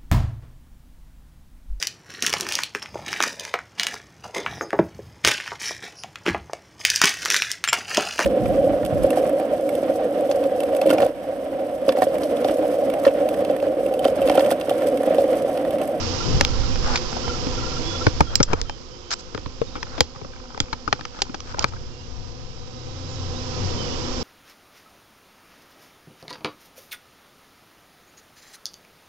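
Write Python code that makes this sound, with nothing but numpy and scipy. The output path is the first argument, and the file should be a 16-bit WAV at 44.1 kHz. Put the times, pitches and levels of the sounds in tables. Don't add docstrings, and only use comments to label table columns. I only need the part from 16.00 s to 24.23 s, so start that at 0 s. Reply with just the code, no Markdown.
import sys
import numpy as np
from scipy import signal
from scipy.fft import rfft, irfft
from scipy.io import wavfile

SR = 44100
rng = np.random.default_rng(int(sys.argv[2]) if len(sys.argv) > 2 else 0)


def to_wav(s):
    ch = np.atleast_2d(s).T
    pcm = np.round(np.clip(ch, -1, 1) * 32767)
    wavfile.write(sys.argv[1], SR, pcm.astype(np.int16))


N = 362943
TIME = np.arange(N) / SR


def undb(db):
    return 10 ** (np.asarray(db) / 20)


def unit(x):
    return x / np.sqrt(np.mean(x ** 2) + 1e-18)


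def level_curve(table):
    s, db = np.transpose(table)
    return undb(np.interp(TIME, s, db))


def walk(rate_hz):
    knots = rng.standard_normal(int(N / SR * rate_hz) + 3)
    return 1.2 * np.interp(TIME * rate_hz + rng.random(), np.arange(len(knots)), knots)


def noise(colour, size=N, tilt_db=0):
    hz, db = np.transpose(colour)
    f = np.maximum(np.fft.rfftfreq(size, 1 / SR), 1)
    shape_db = np.interp(np.log(f), np.log(hz), db) + tilt_db * np.log2(f / 1500)
    spectrum = rfft(rng.standard_normal(size)) * undb(shape_db) * (f < 2 * hz[-1])
    return unit(irfft(spectrum, size))


def stereo_noise(colour, size=N, tilt_db=0):
    return np.array([noise(colour, size, tilt_db) for _ in range(2)])


def pan(db):
    return unit(undb(np.array([[db], [-db]]) / 2))


def add(out, s, sound):
    i = max(int(s * SR), 0)
    out[:, i:i + sound.shape[-1]] += sound[..., :N - i]


def late(x, ms):
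    return np.interp(TIME - ms / 1000, TIME, x)


# freq_hz, level_db
HISS_COLOUR = [(200, -22), (900, -9.5), (2000, -9), (3100, -3), (3900, -4.5), (4600, -2), (5100, 2),
               (5600, -1), (6400, -7), (7400, -14.5), (9000, -32.5)]


def hiss():
    return noise(HISS_COLOUR) * undb(4.5) * pan(-35.5)


# freq_hz, level_db
GARDEN_COLOUR = [(40, -6.5), (130, 0.5), (300, -1), (480, 1.5), (640, -7.5), (1100, -7.5), (1400, -9.5),
                 (1900, -20), (3000, -22.5), (4000, -24), (7500, -29)]


def garden():
    shared = noise(GARDEN_COLOUR)
    diffuse = stereo_noise(GARDEN_COLOUR)
    murmur = np.array([late(shared, 0.18), shared]) + diffuse
    return unit(murmur) * undb(3.0 + 0.11 * walk(28.0))


# start_s, level_db (before the common background gain)
ENGINE_LEVEL = [(0, 2), (5, -7.5), (5.8, 9), (7.1, 10.5), (7.7, 6.5), (8.23, 0.5)]
# multiple of the firing rate, level_db
EXHAUST_ORDERS = [(1, -6), (2, -16.5), (3, 1.5), (4, -2), (5, -8.5), (6, -17.5)]
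FIRING_HZ = 30.5


def engine(wander_rad=0.72):
    phase = 2 * np.pi * np.cumsum(FIRING_HZ * (1 + 0.011 * walk(12))) / SR
    throb = np.zeros(N)
    for multiple, db in EXHAUST_ORDERS:
        gain = undb(db + 3.5 * walk(9.7))
        offset = wander_rad * walk(25) + 2 * np.pi * rng.random()
        throb += gain * np.sin(multiple * phase + offset)
    return unit(np.array([late(throb, 0.81), throb])) * level_curve(ENGINE_LEVEL) * pan(3.3)


# freq_hz, level_db
BUFFET_COLOUR = [(12, 2), (25, 4), (70, -3), (120, -7.5), (200, -19), (400, -41), (1000, -39.5)]
# start_s, length_s, rise_db, left_minus_right_db
GUSTS = [(0.166, 0.86, 9.5, -7), (2.028, 0.86, 12, -6), (2.99, 3.04, 4, -2), (5.103, 2.02, 6.5, 5.5)]
BREEZE_DB = -27.5


def buffet(gust_edges=0.62):
    swell_db = np.zeros((2, N))
    for s, length_s, rise_db, side_db in GUSTS:
        ears_db = rise_db + np.array([[side_db], [-side_db]]) / 2
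        add(swell_db, s, ears_db * signal.windows.tukey(int(length_s * SR), gust_edges))
    rumble = np.array([noise(BUFFET_COLOUR) * undb(2.2 * walk(7.4)) for _ in range(2)])
    return rumble * undb(BREEZE_DB + swell_db)


# freq_hz, level_db
RUB_COLOUR = [(30, -23.5), (75, -14.5), (135, -1.5), (190, -12), (260, -14), (600, -24), (1500, -51.5)]
# start_s, length_s, level_db
RUBS = [(0.226, 0.18, -23.5), (7.5, 0.43, -30)]


def hand_rubs():
    out = np.zeros((2, N))
    for s, length_s, db in RUBS:
        n = int(length_s * SR)
        rub = stereo_noise(RUB_COLOUR, n) * signal.windows.tukey(n, .5)
        add(out, s, rub * undb(db) * pan(17.0))
    return out


def tone(length_s, start_hz, end_hz, tremble, flutter_db):
    n = int(length_s * SR)
    hz = np.linspace(start_hz, end_hz, n) * (1 + tremble * walk(200)[:n])
    wave = np.sin(2 * np.pi * np.cumsum(hz) / SR)
    return unit(wave * signal.windows.tukey(n, .7) * undb(flutter_db * walk(60)[:n]))


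# start_s, length_s, start_hz, end_hz, level_db
WHISTLES = [(1.23, 0.1, 3190, 3000, -41.5), (1.8, 0.22, 3370, 3428, -37), (2.238, 0.11, 3290, 3260, -36),
            (2.44, 0.15, 3200, 3180, -39), (2.64, 0.13, 3150, 3100, -35.5), (2.91, 0.075, 3060, 3110, -40),
            (3.0, 0.11, 3020, 3120, -40), (3.14, 0.05, 3040, 3080, -39.5), (5.86, 0.24, 2780, 2830, -42.5),
            (6.3, 1.25, 3835, 3880, -45.5), (7.06, 0.13, 7350, 6600, -44), (7.325, 0.098, 3400, 4140, -40),
            (7.754, 0.13, 3160, 2940, -37), (7.849, 0.133, 2990, 2860, -43)]


def bird_whistles():
    out = np.zeros((2, N))
    for s, length_s, start_hz, end_hz, db in WHISTLES:
        whistle = tone(length_s, start_hz, end_hz, tremble=.003, flutter_db=2.0)
        add(out, s, whistle * undb(db) * pan(-29.0))
    return out


# start_s, centre_hz, level_db
CHIRPS = [(3.6, 3750, -37.5), (3.664, 3720, -36), (3.68, 4430, -40.5), (3.73, 3740, -36),
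          (3.799, 3780, -41), (3.882, 4450, -37.5), (3.943, 3730, -40)]


def bird_chirps(length_s=0.032, fall=0.04):
    out = np.zeros((2, N))
    for s, hz, db in CHIRPS:
        note = tone(length_s, hz * (1 + fall), hz * (1 - fall), tremble=.006, flutter_db=-1)
        add(out, s, note * undb(db) * pan(-20))
    return out


# start_s, level_db
PIPS = [(0.02, -41), (0.2, -34.5), (0.472, -41), (0.527, -38), (0.629, -37.5), (1.236, -36), (1.29, -30.5),
        (1.331, -34), (1.571, -34), (1.623, -34), (1.66, -36.5), (1.713, -36.5), (1.757, -36),
        (1.902, -40.5), (1.938, -35), (2.006, -30), (2.265, -32), (2.646, -35)]
PIP_S, PIP_HZ = 0.028, 1376


def hoarse_pips():
    out = np.zeros((2, N))
    for s, db in PIPS:
        pip = tone(PIP_S, PIP_HZ, PIP_HZ, tremble=0.021, flutter_db=2)
        add(out, s, pip * undb(db) * pan(13.0))
    return out


def bees(wing_hz, spread, harmonics, waver, swell_db, count):
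    cycle = np.arange(1024) / 1024
    out = np.zeros((2, N))
    for rank in np.linspace(-1, 1, count):
        wave = sum(undb(db) * np.sin(2 * np.pi * (multiple * cycle + rng.random()))
                   for multiple, db in harmonics)
        hz = wing_hz * (1 + spread * rank + waver * walk(4) + 0.005976 * walk(30))
        phase = np.cumsum(hz) / SR
        near = undb(swell_db * walk(1.806))
        lag_s = .00025 + .00025 * rng.standard_normal()
        for ear, turns in zip(out, (phase - lag_s * hz, phase)):
            ear += near * wave[(turns * len(cycle)).astype(int) % len(cycle)]
    return unit(out)


# start_s, level_db (added to the group gains)
SWARM_LEVEL = [(0, 0), (1.3, 1.5), (4.4, 2), (6.5, 3), (7.5, 1.5), (8.23, 3)]
# harmonic multiple, level_db
FLIGHT_HARMONICS = [(1, -3.5), (2, -3.5), (3, -11), (4, -11.5), (5, -13), (6, -20.5), (7, -26.5),
                    (8, -22.5), (9, -36.5), (10, -31.5), (11, -25.5), (12, -33)]
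# harmonic multiple, level_db
FANNING_HARMONICS = [(1, -12), (2, 2.5), (3, -1.5), (4, -15.5), (5, -10.5), (6, -4), (7, -10.5)]


def swarm():
    circling = bees(249.2, spread=.037, harmonics=FLIGHT_HARMONICS, waver=.029, swell_db=3.5, count=18)
    darting = bees(248.1, spread=.05, harmonics=FLIGHT_HARMONICS, waver=.05, swell_db=6, count=4)
    fanning = bees(170.7, spread=.07, harmonics=FANNING_HARMONICS, waver=.03, swell_db=4.5, count=8)
    hum = undb(0.37) * circling + undb(-6.0) * darting + undb(-4.0) * fanning
    return hum * level_curve(SWARM_LEVEL)


# nearest_s, near_time_s, wingbeat_hz, level_db (before the distance gain)
FLYBYS = [(7.37, 0.09, 245, -37.5), (7.98, 0.16, 243.4, -39)]


def flybys(doppler=0.012):
    out = np.zeros((2, N))
    for s, near_s, hz, db in FLYBYS:
        along = (TIME - s) / near_s
        distance = np.hypot(1, along)
        heard_hz = hz * (1 - doppler * along / distance)
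        bee = bees(heard_hz, spread=0, harmonics=FLIGHT_HARMONICS, waver=.015, swell_db=1.5, count=1)
        out += bee * undb(db) / distance
    return out


# start_s, length_s, lowest_hz, rise_fraction, level_db
SQUEAK = (0.86, 0.095, 720, 0.2, -33.5)


def squeak():
    s, length_s, hz, rise, db = SQUEAK
    n = int(length_s * SR)
    speed = np.sin(np.pi * np.arange(n) / n)
    pitch_hz = hz * (1 + rise * speed + .06 * walk(500)[:n])
    wave = np.sin(2 * np.pi * np.cumsum(pitch_hz) / SR)
    out = np.zeros((2, N))
    add(out, s, unit(wave * np.sqrt(speed) * undb(2.6 * walk(150)[:n])) * undb(db))
    return out


# freq_hz, level_db
SCRAPE_COLOUR = [(150, -26), (500, -4), (850, -1), (1450, 5), (1900, -4.5), (3500, -5.5), (5200, 1),
                 (7500, -10)]
# start_s, length_s, level_db, tilt_db_per_octave
SCRAPES = [(0.823, 0.14, -25.5, -3.5), (2.294, 0.068, -16, -6), (2.476, 0.06, -6.5, -6.5),
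           (2.554, 0.056, -17.5, -5), (3.104, 0.039, -7.5, 1), (3.185, 0.028, -23.5, 4.5),
           (3.862, 0.12, -21.5, -5.5), (4.613, 0.0307, -13, -6.5), (5.121, 0.093, -27.5, -2.5),
           (5.439, 0.092, -26, -2.5), (5.568, 0.07, -15, -5), (5.67, 0.026, -25, 2)]


def scrapes(rough_db=2.5):
    out = np.zeros((2, N))
    slips = undb(rough_db * walk(400))
    for s, length_s, db, tilt_db in SCRAPES:
        n, i = int(length_s * SR), int(s * SR)
        grain = stereo_noise(SCRAPE_COLOUR, n, tilt_db) * slips[i:i + n]
        build = np.linspace(.35, 1, n) * signal.windows.tukey(n, .12)
        add(out, s, unit(grain * build) * undb(db) * pan(-tilt_db))
    return out


def blow_level(sound):
    return unit(sound) * np.sqrt(SR / 50 / sound.shape[-1])


def ring(push, modes, age_s, lag_cycles=0.26, uneven_db=3.0):
    response = np.zeros((2, len(age_s)))
    for k, (hz, t60_s, db) in enumerate(modes):
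        pitch_hz = hz + .5 * rng.standard_normal() / t60_s
        since_s = np.maximum(age_s - np.array([[lag_cycles / hz], [0]]), 0)
        gain = undb(db + uneven_db * rng.standard_normal((2, 1)) - 60 * since_s / t60_s)
        response += (-1) ** k * gain * np.sin(2 * np.pi * pitch_hz * since_s)
    return blow_level(signal.fftconvolve(push[None], response, axes=1)[:, :len(age_s)])


# start_s, level_db
FILTER_RINGS = [(2.355, -13.5), (2.431, -17), (3.136, -23), (4.007, -23), (4.602, -20)]
# freq_hz, t60_s, level_db
FILTER_RING_MODES = [(7420, 0.036, 0)]


def filter_rings():
    out = np.zeros((2, N))
    age_s = np.arange(SR // 6) / SR
    for s, db in FILTER_RINGS:
        add(out, s, ring(np.ones(1), FILTER_RING_MODES, age_s) * undb(db) * pan(-10))
    return out


# freq_hz, t60_s, level_db
BOARD_MODES = [(830, 0.021, 0), (1005, 0.013, 2.5), (1268, 0.026, -3), (1466, 0.013, 2.5),
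               (1720, 0.005, -3), (2105, 0.0058, -1), (2376, 0.012, -4.5)]


def fidgets(level_db=-32, spread_db=3, count=26):
    out = np.zeros((2, N))
    age_s = np.arange(SR // 16) / SR
    times_s = rng.uniform(3.7, 5.8, count)
    for s, size in zip(times_s, rng.standard_normal(count)):
        push = rng.standard_normal(len(age_s)) * np.exp(-age_s / 0.003)
        tap = ring(push, BOARD_MODES, age_s)
        add(out, s, tap * undb(level_db + spread_db * min(size, 1.5)) * pan(6.1))
    return out


# freq_hz, level_db
CRACK_COLOUR = [(120, 0.5), (300, 2.5), (650, 0), (1200, 7), (2400, 2), (4000, -3.5), (5300, -9.5),
                (7500, -20.5)]


def crack(age_s, contact_ms, tilt_db, tail_ms=2.1):
    decay = np.exp(-1000 * age_s / (contact_ms / 2 + tail_ms))
    return blow_level(noise(CRACK_COLOUR, len(age_s), tilt_db) * decay)


# freq_hz, t60_s, level_db
THUD_MODES = [(79, 0.13, -3.5), (122, 0.052, 3.5), (193, 0.016, 3), (283, 0.057, -7)]
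# freq_hz, t60_s, level_db
BOX_MODES = [(282, 0.051, -1), (354, 0.024, 1), (451.5, 0.037, 0.84), (550, 0.028, -2.3)]
# freq_hz, t60_s, level_db
CLICK_MODES = [(2300, 0.0037, -0.5), (2570, 0.0029, 2.5), (3270, 0.0054, -2), (3960, 0.0021, -6),
               (3930, 0.0046, -5), (5080, 0.0031, 3), (6100, 0.0037, -6), (6040, 0.0023, -2.5),
               (6900, 0.0082, -18)]
# start_s, level_db, hardness_tilt_db_per_octave, thud_offset_db, box_offset_db,
# note_hz, note_offset_db, contact_ms, left_minus_right_offset_db
KNOCKS = [(0.41, -15.5, 2, 6.5, -1, 550, -1, 1.4, 3), (0.4496, -24, 3, 3, -8.5, 3300, 0.5, 0.81, -0.5),
          (0.758, -31.5, 0, 0, 2, 700, -8, 1.5, 3), (0.958, -24, 3.5, -4.5, -11, 2450, -2, 5.2, 4),
          (0.974, -30.5, 4, -8, -10, 4730, -6, 6, 7), (1.128, -30, -2.5, -5, -2, 885, -6, 1.5, -3),
          (1.167, -27.5, -4, -12, -3, 720, -1, 0.98, -1), (1.279, -30.5, -3, 4, -9, 800, -3, 2.8, -3),
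          (1.4687, -31, -2, 4, 7, 265, 6, 0.6, -3), (2.0671, -12.5, -4, -3.5, 1, 625, -6.5, 2.6, 2),
          (2.2063, -7, -4, -3.5, -5, 896, -3, 2.4, 2.5), (2.355, -26.5, 13.5, -6, 6, 4900, 9, 1.7, 0),
          (2.402, -5.5, -4, -3.5, 3, 452, -5.5, 6.7, 4),
          (2.4289, -28.5, 14.5, -7, 13, 6600, 12.5, 4.5, 11.5), (2.532, -3.5, -3, -6, 1, 902, -4.5, 3.8, 3),
          (2.615, -23, 7.5, 12, 17, 456, -5.5, 1.1, 14), (2.696, -14.5, -1, -8.5, -9, 1400, -8, 1.4, 5.5),
          (3.3473, -15.5, -2, -4, 4, 440, -3, 3, 6), (3.3769, -19.5, -2.5, -4, 3, 420, -8, 0.9, -2),
          (3.4602, -20.5, -2.5, 4, -1, 905, -13, 3, -0.5),
          (3.6156, -14.5, -4.5, -12.5, -4, 442, 8.5, 4, 4.5), (3.7546, -17, -3, -9, 0, 1250, -7, 18, 4),
          (3.829, -16, 0, -3, 0, 1900, -6, 2.6, 4), (3.9799, -19, -1, -0.5, 8, 690, -1, 11, 9.5),
          (4.0061, -3, 3.5, 11.5, 4, 482, -3.5, 1.5, 6.5), (4.16, -27.5, -2, 6, -8.5, 1160, -4, 4.4, 1.5),
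          (4.2146, -26.5, -6, -1.5, 3, 800, -3, 2.8, 7), (4.247, -25, -5, -5, 2.5, 1100, 0, 2.7, 1),
          (4.546, -22, -4.5, -12, -4, 1200, -3, 2, 2), (4.576, -17.5, -2.5, -9.5, 0, 800, -5, 1.8, 3),
          (4.6026, -9, 5.5, 20, 4.5, 290, -5, 0.88, 0), (4.729, -6.5, -2.5, -13.5, -13.5, 1006, -2, 4.8, 4),
          (4.8774, -9.5, -5, -17, -9, 1260, -1, 5.8, 5), (4.927, -1, -0.6, -7, -7, 1350, -2.5, 2.4, 4),
          (4.993, -23, -4, -15, -17.5, 1200, -4, 3.2, 1), (5.01, -20, -1, -3, -18.5, 1690, -6, 1.8, 6),
          (5.0524, -18.5, 1, -5, -17.5, 1260, -4, 2, 3), (5.189, -22.5, -3.5, -11, -8, 1300, -6, 4, 2),
          (5.219, -9.5, 5, -7, 5, 397, -5.5, 3, 3), (5.294, -23, -4.5, -5, 1.5, 268, 3, 3.7, 3),
          (5.344, -15.5, -1, -7, 0.5, 1510, -7, 4.3, 4), (5.404, -28, 4.5, -6, -15.5, 1210, 0, 2, 2),
          (5.544, -18, -7.5, -20, -7, 990, 1.5, 2.1, 0), (5.585, -17, -5, -10, -6, 875, 0, 3.6, 4),
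          (5.593, -21, 8, 0, -6, 4700, 3, 0.9, -5), (5.624, -22, 4.5, 6, 0, 1015, -9, 6, -15),
          (5.6429, -0.5, -1.94, -11.5, -7.5, 2390, -10.5, 0.92, 3.5),
          (5.736, -26, -5.5, -2, -4, 1350, -1, 3.4, 7)]


def knocks(grit=0.12, bright_db=-9, scatter_db=-25, scatter_t60_s=0.17, note_cycles=20,
           thud_db=-4.5, box_db=-7, board_db=-4, click_db=-4, crack_db=-5):
    out = np.zeros((2, N))
    age_s = np.arange(SR // 6) / SR
    for s, db, tilt_db, weight_db, hollow_db, note_hz, note_db, contact_ms, pan_db in KNOCKS:
        chatter = np.exp(-(1000 * age_s / max(contact_ms, .3)) ** 2 / 2)
        scatter = undb(scatter_db - 60 * age_s / scatter_t60_s)
        push = rng.standard_normal(len(age_s)) * grit * (chatter + scatter)
        push[0] += 1
        note = ring(np.ones(1), [(note_hz, note_cycles / note_hz, 0)], age_s)
        add(out, s, note * undb(db + note_db) * pan(3.5 + pan_db))
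        click = [(hz, t60_s, gain_db + tilt_db * np.log2(hz / 4000)) for hz, t60_s, gain_db in CLICK_MODES]
        # modes, octaves above the boards, level_db, left_minus_right_db
        parts = ((THUD_MODES, -2.8, thud_db + weight_db, -10),
                 (BOX_MODES, -1.5, box_db + hollow_db, 2),
                 (BOARD_MODES, 0, board_db, 2),
                 (click, 2, click_db, bright_db))
        for modes, octaves, part_db, side_db in parts:
            part = ring(push, modes, age_s)
            add(out, s, part * undb(db + part_db + tilt_db * octaves) * pan(side_db + pan_db))
        add(out, s, crack(age_s, contact_ms, tilt_db) * undb(db + crack_db) * pan(pan_db))
    return out


BACKGROUND_DB = -35.0


def scene():
    background = (hiss() + garden() + engine() + swarm()) * undb(BACKGROUND_DB)
    air = buffet() + hand_rubs()
    calls = bird_whistles() + bird_chirps() + hoarse_pips()
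    handling = fidgets() + squeak() + scrapes() + knocks()
    return background + air + calls + flybys() + handling + filter_rings()


CEILING_DB, RENEW_DB = -16, 6.5
DETECT_S, LAG_S, ATTACK_S, HOLD_S = 0.034, 0.014, 0.0059, 0.98
CREEP_DB_PER_S, RELEASE_DB_PER_S = 0.5, 12


def gain_control(x, block=88):
    step_s = block / SR
    blocks = x[:, :N // block * block].reshape(2, -1, block)
    power = np.mean(blocks ** 2, axis=(0, 2))
    window = np.clip(DETECT_S / step_s - np.arange(100), 0, 1)
    heard_db = 10 * np.log10(signal.lfilter(window / window.sum(), 1, power) + 1e-12)
    aim_db, gain_db, quiet_s, gains_db = 0, 0, np.inf, []
    for db in heard_db:
        quiet_s = 0 if db + aim_db > CEILING_DB - RENEW_DB else quiet_s + step_s
        rise_db_per_s = CREEP_DB_PER_S if quiet_s < HOLD_S else RELEASE_DB_PER_S
        aim_db = min(aim_db + rise_db_per_s * step_s, CEILING_DB - db, 0)
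        gain_db += (aim_db - gain_db) * (1 - np.exp(-step_s / ATTACK_S))
        gains_db.append(gain_db)
    return x * undb(np.interp(TIME, np.arange(len(gains_db)) * step_s + LAG_S, gains_db))


BAND_HZ, TOP_HZ = 7750, 16000


def record(dry):
    band_limit = signal.ellip(10, .3, 70, BAND_HZ, fs=SR, output="sos")
    top_limit = signal.ellip(8, .2, 70, TOP_HZ, fs=SR, output="sos")
    narrow = signal.sosfilt(band_limit, dry)
    clipped = np.clip(gain_control(narrow), -1, 1)
    return signal.sosfilt(top_limit, clipped)


dry = scene()
out = record(dry)
to_wav(out)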